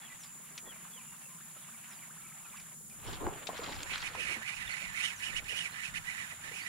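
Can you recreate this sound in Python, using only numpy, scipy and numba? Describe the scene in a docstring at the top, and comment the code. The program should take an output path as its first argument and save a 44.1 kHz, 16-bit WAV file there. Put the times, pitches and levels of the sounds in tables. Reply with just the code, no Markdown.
"""Dusk at a pond, a two-port stereo microphone beside an angler. From the start: crickets, buzzing
insects, small splashes at the bank and a low distant hum; far birds whistle and far frogs call.
A few snaps come from the reel. At 3 s, close up, the angler shifts the rod and snaps the reel shut:
hands thump, cloth rustles, a sleeve swishes, the rod knocks, while a deeper hum swells in. From about
4 s the angler winds in, the line rubbing by the right port, and for a while the rotor ticks."""
import sys
import numpy as np
from scipy import signal
from scipy.io import wavfile
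from numba import njit

SR = 44100
rng = np.random.default_rng(int(sys.argv[2]) if len(sys.argv) > 2 else 0)


def generate_wav(signal):
    """Clip the signal to [-1, 1] and save it as 16-bit WAV at the path in sys.argv[1]."""
    frames = np.transpose(np.atleast_2d(signal))
    scaled = np.clip(frames, -1, 1) * 32767
    pcm = np.round(scaled).astype(np.int16)
    wavfile.write(sys.argv[1], SR, pcm)


N = 294588

# how alike the two ports hear broad noise: f/Hz, correlation
PORT_LIKENESS = [(60, 1), (170, 0.9), (400, 0.58), (700, 0.36), (1400, 0.17), (3000, 0.53), (5000, 0.37),
                 (7000, -0.76), (9500, 0.056), (12500, 0.12)]
# far air: f/Hz, relative density/dB
AIR_SPECTRUM = [(230, -7), (340, 0.5), (560, -36), (830, -3.5), (1300, -0.5), (1850, -5), (2850, -7.5),
                (4840, -9), (6500, 0), (7500, -32)]
# distant hum: f/Hz, width/Hz, relative level/dB
HUM_MODES = [(143, 45, -2.5), (172.7, 24.6, 1.5), (224.3, 24.7, -4)]
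# insects round the pond: t/s, crickets/dB, buzz/dB, high hiss/dB
INSECT_LEVELS = [(0, -59, -62.5, -58.5), (1.0, -59.5, -60, -57), (2.98, -60, -59.5, -57),
                 (3.18, -60, -65, -58), (3.9, -58, -65, -58.5), (4.4, -61, -66, -64),
                 (5.1, -57.5, -63, -59.5), (5.88, -59.5, -65, -61.5), (6.25, -59, -62, -58),
                 (6.68, -58.5, -64, -59)]
# bands of the crickets and of the buzz: f/Hz, width/Hz, relative level/dB
CRICKET_MODES = [(6913, 210, 1.5), (7260, 450, 0.5)]
BUZZ_MODES = [(9860, 490, 2), (10820, 730, 1.5), (11000, 300, -6.5)]
# high insect hiss: f/Hz, relative density/dB
HISS_SPECTRUM = [(6700, -34), (7700, 7), (8300, 8.5), (9000, -4), (11500, -1.5), (12600, -15.5), (13500, 0),
                 (14200, -4), (15000, -10), (17000, -19)]
# water at the bank: t/s, level/dB
BANK_LEVELS = [(0, -57.5), (.4, -62), (.8, -61), (1.5, -63), (1.9, -59.5), (2.74, -61.5), (2.79, -88),
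               (2.97, -62), (3.1, -55.5), (6.68, -58.5)]
# lapping under the bubbles: f/Hz, relative density/dB
WASH_SPECTRUM = [(600, -7), (1000, 1), (1900, 0.5), (2600, -1.5), (3600, -8), (5000, -19)]
# the clearest drips: t/s, starting f/Hz, level/dB
CLEAR_DRIPS = [(0.189, 754, -63), (1.129, 696, -56.5), (1.201, 815, -62), (1.4, 760, -55),
               (1.469, 650, -68), (1.685, 694, -54), (1.749, 890, -65), (1.901, 827, -57),
               (1.941, 3170, -59), (1.99, 2160, -54), (2.099, 726, -53), (2.167, 760, -53.5),
               (2.22, 3140, -58), (2.32, 1265, -53.5), (2.45, 677, -57), (2.5, 2700, -55),
               (2.54, 623, -53.5)]
# two far birds, one falling whistle each: t/s into the call, f/Hz, relative level/dB
LOW_WHISTLE = [(0, 3440, -10), (.045, 3310, -2.5), (.068, 2950, -6), (.088, 2420, -6), (.11, 2270, -10)]
HIGH_WHISTLE = [(0, 7050, -12), (.025, 6250, 1.5), (.05, 5450, -4), (.08, 4900, -5), (.12, 4600, -14)]
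# their calls: t/s, level/dB
LOW_BIRD_CALLS = [(0.016, -54), (0.656, -52.5), (.915, -51), (3.305, -57)]
HIGH_BIRD_CALLS = [(.18, -59), (1.867, -61), (5.144, -55.5), (6.519, -69)]
# short bird chips: t/s, length/s, first f/Hz, last f/Hz, level/dB
BIRD_CHIPS = [(4.663, 0.022, 3920, 3230, -43.5), (4.711, 0.027, 4250, 4520, -48),
              (5.71, .03, 3900, 4360, -53), (6.609, .04, 4200, 5000, -46.5)]
# far frogs: t/s, length/s, first f/Hz, last f/Hz, level/dB
FROG_CALLS = [(0.087, 0.06, 2000, 1980, -58.5), (.64, 0.061, 1850, 1910, -61),
              (0.96, 0.063, 1007, 1046, -65.5), (1.04, 0.13, 2850, 2740, -67),
              (1.226, 0.054, 2700, 2680, -64.5), (1.28, 0.12, 1056, 1007, -67),
              (1.55, 0.045, 1330, 1290, -64), (1.733, 0.03, 2520, 2100, -59),
              (1.906, 0.024, 2700, 2280, -58), (2.011, 0.031, 2470, 2040, -60),
              (2.18, 0.19, 1343, 1290, -66), (2.236, 0.035, 2370, 2200, -61), (2.257, .03, 2310, 2940, -64),
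              (2.287, 0.024, 2570, 2080, -57), (2.433, 0.035, 2770, 2380, -64.5),
              (2.456, 0.05, 1400, 1304, -60), (2.523, 0.013, 2610, 2250, -57.5),
              (2.566, .025, 2770, 2150, -57), (2.588, 0.019, 2230, 2600, -57),
              (2.902, 0.032, 2570, 2280, -60)]
# hands on the casing, and cloth close by: peak t/s, 10 dB rise/s, 10 dB fall/s, level/dB
HAND_BUMPS = [(.15, .04, .04, -69), (.67, .05, .15, -71), (2.27, .08, .04, -76), (2.63, 0.12, 0.037, -67),
              (3.09, 0.045, 0.075, -46), (3.26, 0.11, 0.064, -47), (3.77, 0.19, 0.083, -52),
              (3.9, 0.072, 0.26, -56.5), (4.28, 0.16, 0.062, -57.5), (4.68, 0.09, .04, -53),
              (4.87, .06, 0.18, -58.5), (5.36, .08, 0.15, -52), (5.95, 0.12, 0.16, -56.5),
              (6.5, 0.13, .1, -67)]
CLOTH_RUSTLES = [(.48, 0.06, .1, -62.5), (.68, 0.084, 0.07, -56.5), (3.08, .06, 0.15, -49.5),
                 (3.225, 0.051, .05, -44.5), (3.272, .03, 0.05, -36), (3.385, .05, 0.044, -47.5),
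                 (3.54, 0.067, 0.035, -45.5), (3.68, 0.15, 0.079, -42), (3.83, .06, 0.064, -50),
                 (3.98, 0.14, .2, -57.5), (4.17, 0.093, 0.073, -50.5), (4.3, 0.046, 0.073, -49.5),
                 (4.385, .05, 0.017, -50), (4.8, 0.16, .12, -62.5), (5.33, 0.099, 0.12, -61),
                 (5.55, 0.36, .15, -59.5), (6.5, .1, 0.042, -58), (6.68, 0.073, 0.067, -60.5)]
# cloth: f/Hz, relative density/dB
CLOTH_SPECTRUM = [(110, -12), (190, -6.5), (270, -2.5), (380, -2), (480, -1.5), (800, -2.5), (1400, -7),
                  (3000, -41), (5000, -25)]
# bright snaps of the reel: t/s, level/dB, ring f/Hz, t60/s, left over right/dB
REEL_SNAPS = [(0.234, -41, 7040, 0.11, 3), (0.5778, -33, 2280, 0.053, 3), (1.5096, -49, 7000, 0.052, -6),
              (2.569, -45, 2650, 0.089, -3), (2.5987, -46, 2210, 0.11, -5), (2.898, -49, 2290, 0.034, -1.5),
              (3.13, -35, 3440, 0.04, 0), (3.336, -49, 3340, 0.037, -1.5), (3.47, -34.5, 3600, 0.075, 15),
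              (3.577, -39, 2980, 0.044, -1.0), (3.635, -36, 3220, 0.067, 2),
              (3.716, -43, 2350, 0.035, -0.5), (3.744, -42, 2550, 0.073, 1.0),
              (3.8313, -27.5, 6500, 0.014, -2), (3.9789, -32.5, 2510, 0.044, 3),
              (4.019, -34.5, 4300, 0.034, 1), (4.1516, -38.5, 2520, 0.029, 1), (5.197, -44, 4000, .03, 2),
              (5.443, -43, 3600, .03, 3)]
# the deeper hum: t/s, level/dB
DEEP_HUM_LEVELS = [(0, -91), (3.0, -75), (4.0, -67.5), (6.68, -64)]
# sleeve close by: peak t/s, 10 dB rise/s, 10 dB fall/s, level/dB
SLEEVE_SWISHES = [(3.08, 0.028, 0.055, -49), (3.134, 0.0075, .03, -44), (3.474, 0.004, 0.0076, -39),
                  (3.575, 0.034, .02, -45.5), (3.65, 0.063, 0.17, -41.5), (3.82, 0.02, 0.013, -42),
                  (3.935, 0.09, 0.031, -44), (4.02, 0.048, 0.095, -44)]
# sleeve: f/Hz, relative density/dB
SLEEVE_SPECTRUM = [(700, -9), (1200, 0.5), (2200, 0.5), (3500, -1), (5000, -9), (7000, -20)]
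# dull knocks through rod and casing: t/s, level/dB, ring f/Hz, t60/s
ROD_KNOCKS = [(3.082, -40, 346, 0.047), (3.23, -33.5, 455, .04), (3.2675, -17.5, 815, 0.0062),
              (3.272, -28, 348, 0.058), (3.286, -30, 720, 0.018), (3.324, -36, 403, 0.041),
              (3.491, -24.5, 723, 0.018), (3.532, -35, 592, 0.021), (3.593, -32.5, 470, 0.047),
              (3.898, -40, 1000, 0.02), (4.151, -30, 990, 0.017), (4.369, -42, 222, 0.14),
              (6.515, -43.5, 460, 0.035)]
# winding strokes: top-speed t/s, 10 dB rise/s, 10 dB fall/s, level/dB, top-speed f/Hz
WINDING_STROKES = [(3.91, 0.044, 0.076, -44.5, 2250), (4.065, 0.047, 0.034, -44.5, 2400),
                   (4.21, 0.061, 0.12, -42, 2570), (4.31, 0.046, 0.088, -42.5, 2340),
                   (4.49, 0.075, 0.045, -43.5, 2350), (4.555, 0.089, 0.086, -48.5, 2700),
                   (4.62, 0.044, 0.055, -43, 1950), (4.71, 0.055, 0.067, -44, 2210),
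                   (4.8, 0.1, 0.15, -45.5, 2320), (4.969, 0.039, 0.031, -42, 2260),
                   (5.055, 0.081, 0.077, -39.5, 3000), (5.26, 0.059, 0.072, -41.5, 2760),
                   (5.372, 0.027, 0.026, -39, 2970), (5.511, 0.054, 0.049, -43, 2810),
                   (5.58, 0.056, .1, -42, 2970), (5.79, 0.094, 0.052, -47.5, 1920),
                   (5.85, 0.046, 0.051, -44, 2600), (5.965, .025, 0.027, -40.5, 2520),
                   (6.101, 0.069, 0.11, -45, 2030), (6.2, 0.065, 0.078, -45, 2010),
                   (6.31, 0.048, 0.043, -48, 1920), (6.47, 0.074, 0.051, -50.5, 1850),
                   (6.575, 0.12, 0.094, -50, 2520), (6.67, 0.049, .05, -46.5, 2000)]
# lower and higher rings of reel and rod: f/Hz, width/Hz, relative level/dB
REEL_MODES = [(1504, 360, -8.5), (1723, 34, -1), (1763, 21, 4), (1984, 86, 6), (2266, 79, -1),
              (2450, 40, 7.5), (2540, 150, -1.5), (2720, 74, 4), (2930, 62, 4), (3230, 65, 4.5),
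              (3700, 60, 1.5)]
BRIGHT_MODES = [(4050, 590, 0), (5180, 290, 4.5), (6500, 140, -18), (6190, 50, -6), (6420, 1260, 1),
                (8100, 440, 5.5), (9130, 1200, 4), (10020, 490, 6.5)]
# ticks of the rotor: t/s, level/dB
ROTOR_TICKS = [(4.2981, -51), (4.362, -42.5), (4.4273, -50), (4.4864, -50), (4.5545, -48), (4.6169, -49),
               (4.6753, -50), (4.7434, -51), (4.8044, -47), (4.8663, -48), (4.9344, -42), (5.0034, -46),
               (5.08, -46), (5.1482, -52), (5.2096, -47), (5.2764, -45), (5.3394, -51), (5.4051, -48),
               (5.4839, -47), (5.5653, -44), (5.6304, -48), (5.7029, -49), (5.8007, -48)]

BLOW_T = np.arange(int(.12 * SR)) / SR   # time axis of a snap, knock or tick, t/s
STEP = 40   # samples between points of a slow curve


def from_db(db):
    """Decibels to gain."""
    return 10 ** (np.asarray(db) / 20)


def rms_one(x):
    """Scale to rms 1."""
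    return x / np.sqrt(np.mean(x ** 2) + 1e-20)


def butter(x, order, hz, kind):
    """Pass a low, high or middle band."""
    return signal.sosfilt(signal.butter(order, hz, kind, fs=SR, output="sos"), x)


def in_time(rows):
    """Every column joined by straight lines, one value a sample."""
    s, *columns = np.transpose(rows)
    return [np.interp(np.arange(N) / SR, s, c) for c in columns]


def at_hz(points, hz):
    """Read a spectrum on a log axis."""
    freqs, values = np.transpose(points)
    return np.interp(np.log(hz), np.log(freqs), values)


def every_sample(slow):
    """Fill in a slow curve."""
    return np.interp(np.arange(N) / STEP, np.arange(len(slow)), slow)


def drift(rate_hz):
    """Slow random wander of spread 1."""
    r = np.exp(-2 * np.pi * rate_hz * STEP / SR)
    slow = signal.lfilter([1], [1, -2 * r, r * r], rng.standard_normal(N // STEP + 2002))[2000:]
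    return every_sample(rms_one(slow))


def fades(rows, roundness=0.93):
    """Slow curves of how many tens of dB each event lies under its peak."""
    s, rise, fall = np.transpose(rows)[:3, :, None]
    late = np.arange(0, N + STEP, STEP) / SR - s
    return np.abs(np.where(late < 0, late / rise, late / fall)) ** roundness


def swells(rows, still_db):
    """Gain of events that swell and fade over a still level; powers add."""
    gains = from_db(np.transpose(rows)[3, :, None] - 10 * fades(rows))
    return every_sample(np.sqrt(from_db(2 * still_db) + np.sum(gains ** 2, axis=0)))


def resonate(x, hz, width):
    """A resonance with gain 1 at its peak."""
    r = np.exp(-np.pi * width / SR)
    poles = [1, -2 * r * np.cos(2 * np.pi * hz / SR), r * r]
    return signal.lfilter(np.array([1, 0, -1]) * (1 - r * r) / 2, poles, x)


def modes(x, table):
    """Resonances side by side with alternating signs; rms 1."""
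    rings = (from_db(db) * resonate(x, hz, width) for hz, width, db in table)
    return rms_one(sum((-1) ** k * ring for k, ring in enumerate(rings)))


@njit
def sliding(x, hz, width):
    """A resonance whose centre moves from sample to sample."""
    out, r = np.zeros_like(x), np.exp(-np.pi * width / SR)
    for i in range(2, len(x)):
        feedback = 2 * r * np.cos(2 * np.pi * hz[i] / SR) * out[i - 1] - r * r * out[i - 2]
        out[i] = x[i] - x[i - 2] + feedback
    return out


def noise():
    """Two unrelated stereo noises."""
    return rng.standard_normal((2, 2, N))


def banded(spectrum, white, flicker_db):
    """Third-octave bands of stereo noise, each with its own level, flicker and likeness; mid rms 1."""
    out, together = 0, drift(19.8)
    bottom, top = spectrum[0][0], spectrum[-1][0]
    edges = bottom * 2 ** np.arange(0, np.log2(top / bottom), 1 / 3)
    for k, (low, high) in enumerate(zip(edges, edges[1:])):
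        mid, side = butter(white[k % 2], 2, [low, min(high, .45 * SR)], "band")
        hz = np.sqrt(low * high)
        alike = at_hz(PORT_LIKENESS, hz)
        gain = from_db(at_hz(spectrum, hz) + flicker_db * (0.94 * together + drift(16.7)))
        out = out + gain * (np.sqrt(1 + alike) * mid + np.sqrt(1 - alike) * side * [[1], [-1]])
    return out / np.sqrt(np.mean(out.mean(axis=0) ** 2))


def ports(mid, side, side_db):
    """Left and right port from mid and side."""
    return mid + from_db(side_db) * side * np.array([[1], [-1]])


def add(out, s, sound, pan_db):
    """Lay a short sound into the stereo track; positive pan is left."""
    i = round(s * SR)
    out[:, i:i + len(sound)] += sound[:N - i] * from_db([[pan_db / 2], [-pan_db / 2]])


def far_air():
    """Faint broad noise from far off, nearly steady."""
    return from_db(-67) * banded(AIR_SPECTRUM, noise(), flicker_db=0.54)


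def distant_hum():
    """A drone of noise in three low resonances, near the centre."""
    low = butter(rng.standard_normal((2, N)), 3, [120, 250], "band")
    return from_db(-62) * ports(*modes(low, HUM_MODES), side_db=-8.0)


def insects():
    """Many crickets blur to a narrow throbbing band; the buzz pulses about sixty times a second."""
    cricket_db, buzz_db, hiss_db = in_time(INSECT_LEVELS)
    white = noise()
    crickets = ports(*modes(modes(white[0], CRICKET_MODES), [(7055, 330, 0)]), side_db=0.83)
    beat = 2 * np.pi * np.cumsum(61 + 1.09 * drift(0.47)) / SR
    pulses = 1 + 0.29 * np.cos(beat) + 0.19 * np.cos(3 * beat)
    buzz = ports(*modes(modes(white[1], BUZZ_MODES), [(10300, 920, 0)]), side_db=0.7)
    throb_db = 1.6 * drift(8.0)
    hiss = from_db(hiss_db) * banded(HISS_SPECTRUM, white[::-1], flicker_db=0.63)
    return from_db(cricket_db + throb_db) * crickets + from_db(buzz_db) * pulses * buzz + hiss


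def bubble(hz, rise):
    """A bubble rings briefly while its pitch climbs."""
    cycles = np.arange(int(22 * SR / hz)) * hz / SR
    return np.sin(np.pi * cycles / 22) * np.sin(2 * np.pi * cycles * (1 + rise * cycles))


def splashes(count=900):
    """At the bank, a little to the right: small bubbles patter on a lapping wash, clear drips on top."""
    patter, drips = np.zeros((2, 2, N))
    for when, pitch, size, pan in rng.random((count, 4)):
        pop = bubble(700 * 4.0 ** pitch, rise=0.0143) * from_db(4.7 * size + 5.0 * pitch)
        add(patter, when * (N - 1) / SR, pop, pan_db=10 * (pan - .7))
    for s, hz, db in CLEAR_DRIPS:
        drip = bubble(hz, rise=35.0 / (hz + 150))   # big drips climb furthest
        add(drips, s - 5.3 / hz, from_db(db) * drip, pan_db=-2.0)
    wash = banded(WASH_SPECTRUM, noise(), flicker_db=2.27) * from_db([[-1.5], [1.5]])
    return from_db(*in_time(BANK_LEVELS)) * (0.43 * rms_one(patter) + 1.063 * wash) + drips


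def birds():
    """Far near-sine whistles with soft ends, roughened and smeared by the trees."""
    out = np.zeros((2, N))
    calls = [(s, db, LOW_WHISTLE) for s, db in LOW_BIRD_CALLS]
    calls += [(s, db, HIGH_WHISTLE) for s, db in HIGH_BIRD_CALLS]
    for s, length, first_hz, last_hz, db in BIRD_CHIPS:
        chip = [(0, first_hz, -12), (length / 2, (first_hz + last_hz) / 2, 0), (length, last_hz, -15)]
        calls.append((s, db, chip))
    for start, call_db, shape in calls:
        s, hz, db = np.transpose(shape)
        t = np.arange(0, s[-1], 1 / SR)
        ends = np.clip(np.minimum(t, s[-1] - t) / 0.002, 0, 1)
        tone = np.sin(2 * np.pi * np.cumsum(np.interp(t, s, hz)) / SR)
        add(out, start, ends * from_db(call_db + np.interp(t, s, db)) * tone, pan_db=0)
    for lag_s, db in [(.006, -10), (.015, -14)]:   # echoes off the trees
        lag = int(lag_s * SR)
        out[:, lag:] += from_db(db) * out[::-1, :-lag]
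    return out * from_db(4.0 * drift(80.0))


def frogs():
    """Far off, right of centre: each call is a sliding tone, rough from its uneven pulses."""
    out, rough = np.zeros((2, N)), from_db(4.5 * drift(90.0))
    for s, length, first_hz, last_hz, db in FROG_CALLS:
        t = np.arange(int(length * SR)) / SR
        hz = first_hz + (last_hz - first_hz) * t / length
        call = np.sqrt(2) * np.sin(2 * np.pi * np.cumsum(hz) / SR)
        add(out, s, from_db(db) * call * np.sqrt(np.sin(np.pi * t / length)), pan_db=-3.0)
    return out * rough


def handling():
    """Hands on the casing: rumble pushes the two ports in opposite senses, most at the lowest pitches."""
    white = rng.standard_normal((2, N))
    mid = rms_one(butter(white[0], 2, [15, 130], "band"))
    side = rms_one(butter(white[1] + 0.5 * white[0], 3, [15, 50], "band"))
    return swells(HAND_BUMPS, still_db=-80.5) * ports(mid, side, side_db=4.8)


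def cloth():
    """Cloth rustles by the microphone in swells of patchy noise."""
    return swells(CLOTH_RUSTLES, still_db=-72.5) * banded(CLOTH_SPECTRUM, noise(), flicker_db=3.9)


def decay(t60):
    """The gain of a blow, down 60 dB after t60 seconds."""
    return from_db(-60 * BLOW_T / t60)


def reel_snaps():
    """The reel snaps close by: a dying burst of noise, part of it through a ring."""
    out = np.zeros((2, N))
    for s, db, hz, t60, pan_db in REEL_SNAPS:
        burst = rng.standard_normal(len(BLOW_T)) * decay(t60)
        snap = butter(burst, 3, [1800, 7500], "band") + 3.2 * resonate(burst, hz, width=360)
        add(out, s, from_db(db) * snap / np.abs(snap).max(), pan_db)
    return out


def deep_hum():
    """A deeper, narrow band of noise swells in, the same at both ports."""
    hum = rms_one(resonate(rng.standard_normal(N), hz=104.5, width=19))
    return from_db(*in_time(DEEP_HUM_LEVELS)) * hum


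def sleeve():
    """Lumpy, crackling broad noise while the arm moves beside the microphone."""
    lumps = from_db(3.8 * drift(150.0) + 1.5 * drift(30.0))
    swish = banded(SLEEVE_SPECTRUM, noise() * lumps, flicker_db=2.4)
    return swells(SLEEVE_SWISHES, still_db=-120) * swish


def rod_knocks():
    """Knocks through rod and casing: a dull ring whose weak overtone dies twice as fast."""
    out = np.zeros((2, N))
    for s, db, hz, t60 in ROD_KNOCKS:
        phase = 2 * np.pi * hz * BLOW_T
        ring = -np.sin(phase) - 0.09 * np.sin(2.3 * phase) * decay(t60)
        add(out, s, from_db(db) * butter(ring * decay(t60), 2, 140, "high"), pan_db=-1.0)
    return out


def strokes(rest_hz=1000, slowing_db=6.5):
    """Level and pitch of the rub: each stroke speeds up and slows, and the louder one sets the pitch."""
    fade = fades(WINDING_STROKES, roundness=1.65)
    peak_db, top_hz = np.transpose(WINDING_STROKES)[3:, :, None]
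    power = from_db(2 * np.maximum(peak_db - 10 * fade, -200))
    pitch = rest_hz + (top_hz - rest_hz) * from_db(-slowing_db * fade)
    total = power.sum(axis=0)
    return every_sample(10 * np.log10(total)), every_sample((power * pitch).sum(axis=0) / total)


def winding():
    """Grainy friction, pitched by the speed of the stroke, sounds through the rings of reel and rod."""
    rub_db, stroke_hz = strokes()
    grains = rng.standard_normal((2, N)) * from_db(0.58 * drift(130.0) + 1.53 * drift(35.0))
    sung = np.array([rms_one(sliding(sliding(g, stroke_hz, 450.0), stroke_hz, 740.0)) for g in grains])
    # coarser ridges sing lower
    under = np.array([rms_one(sliding(g, 0.717 * stroke_hz, 270.0)) for g in grains])
    friction = sung + .5 * under + 0.8 * rms_one(resonate(grains, hz=2100, width=980))
    near, other = rms_one(modes(friction, REEL_MODES) + 0.59 * rms_one(friction))
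    # the source is by the right port; the left hears it weak and mostly inverted
    rub = np.array([-.4 * near + 0.28 * other, 2.15 * near])
    overtone = rms_one(sliding(grains[0], 2 * stroke_hz, 280.0))
    near, other = butter(modes(grains[::-1] + 0.18 * overtone, BRIGHT_MODES), 6, 10800, "low")
    bright = np.array([-.5 * near + 1.22 * other, 2.87 * near])
    # the higher rings grow with the level and the pitch of the rub
    bright_db = -56.5 + 0.46 * (rub_db + 44) + 9.5 * np.log2(stroke_hz / 2200)
    return from_db(rub_db) * rub + from_db(bright_db) * bright


def rotor_ticks():
    """The rotor ticks close on the right: short bursts of noise, top treble only."""
    out = np.zeros((2, N))
    for s, db in ROTOR_TICKS:
        tick = butter(rng.standard_normal(len(BLOW_T)) * decay(t60=.06), 4, 11000, "high")
        add(out, s, from_db(db) * tick / np.abs(tick).max(), pan_db=-5.0)
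    return out


def scene():
    """The pond all round and the angler close by, summed at the microphone."""
    pond = far_air() + distant_hum() + deep_hum() + splashes() + insects() + frogs() + birds()
    tackle = reel_snaps() + rod_knocks() + rotor_ticks() + winding()
    return pond + tackle + handling() + cloth() + sleeve()


def record(dry, cutoff_hz=15760):
    """The top is cut steeply."""
    return signal.sosfilt(signal.ellip(14, .5, 70, cutoff_hz, fs=SR, output="sos"), dry)


dry = scene()
out = record(dry)
generate_wav(out)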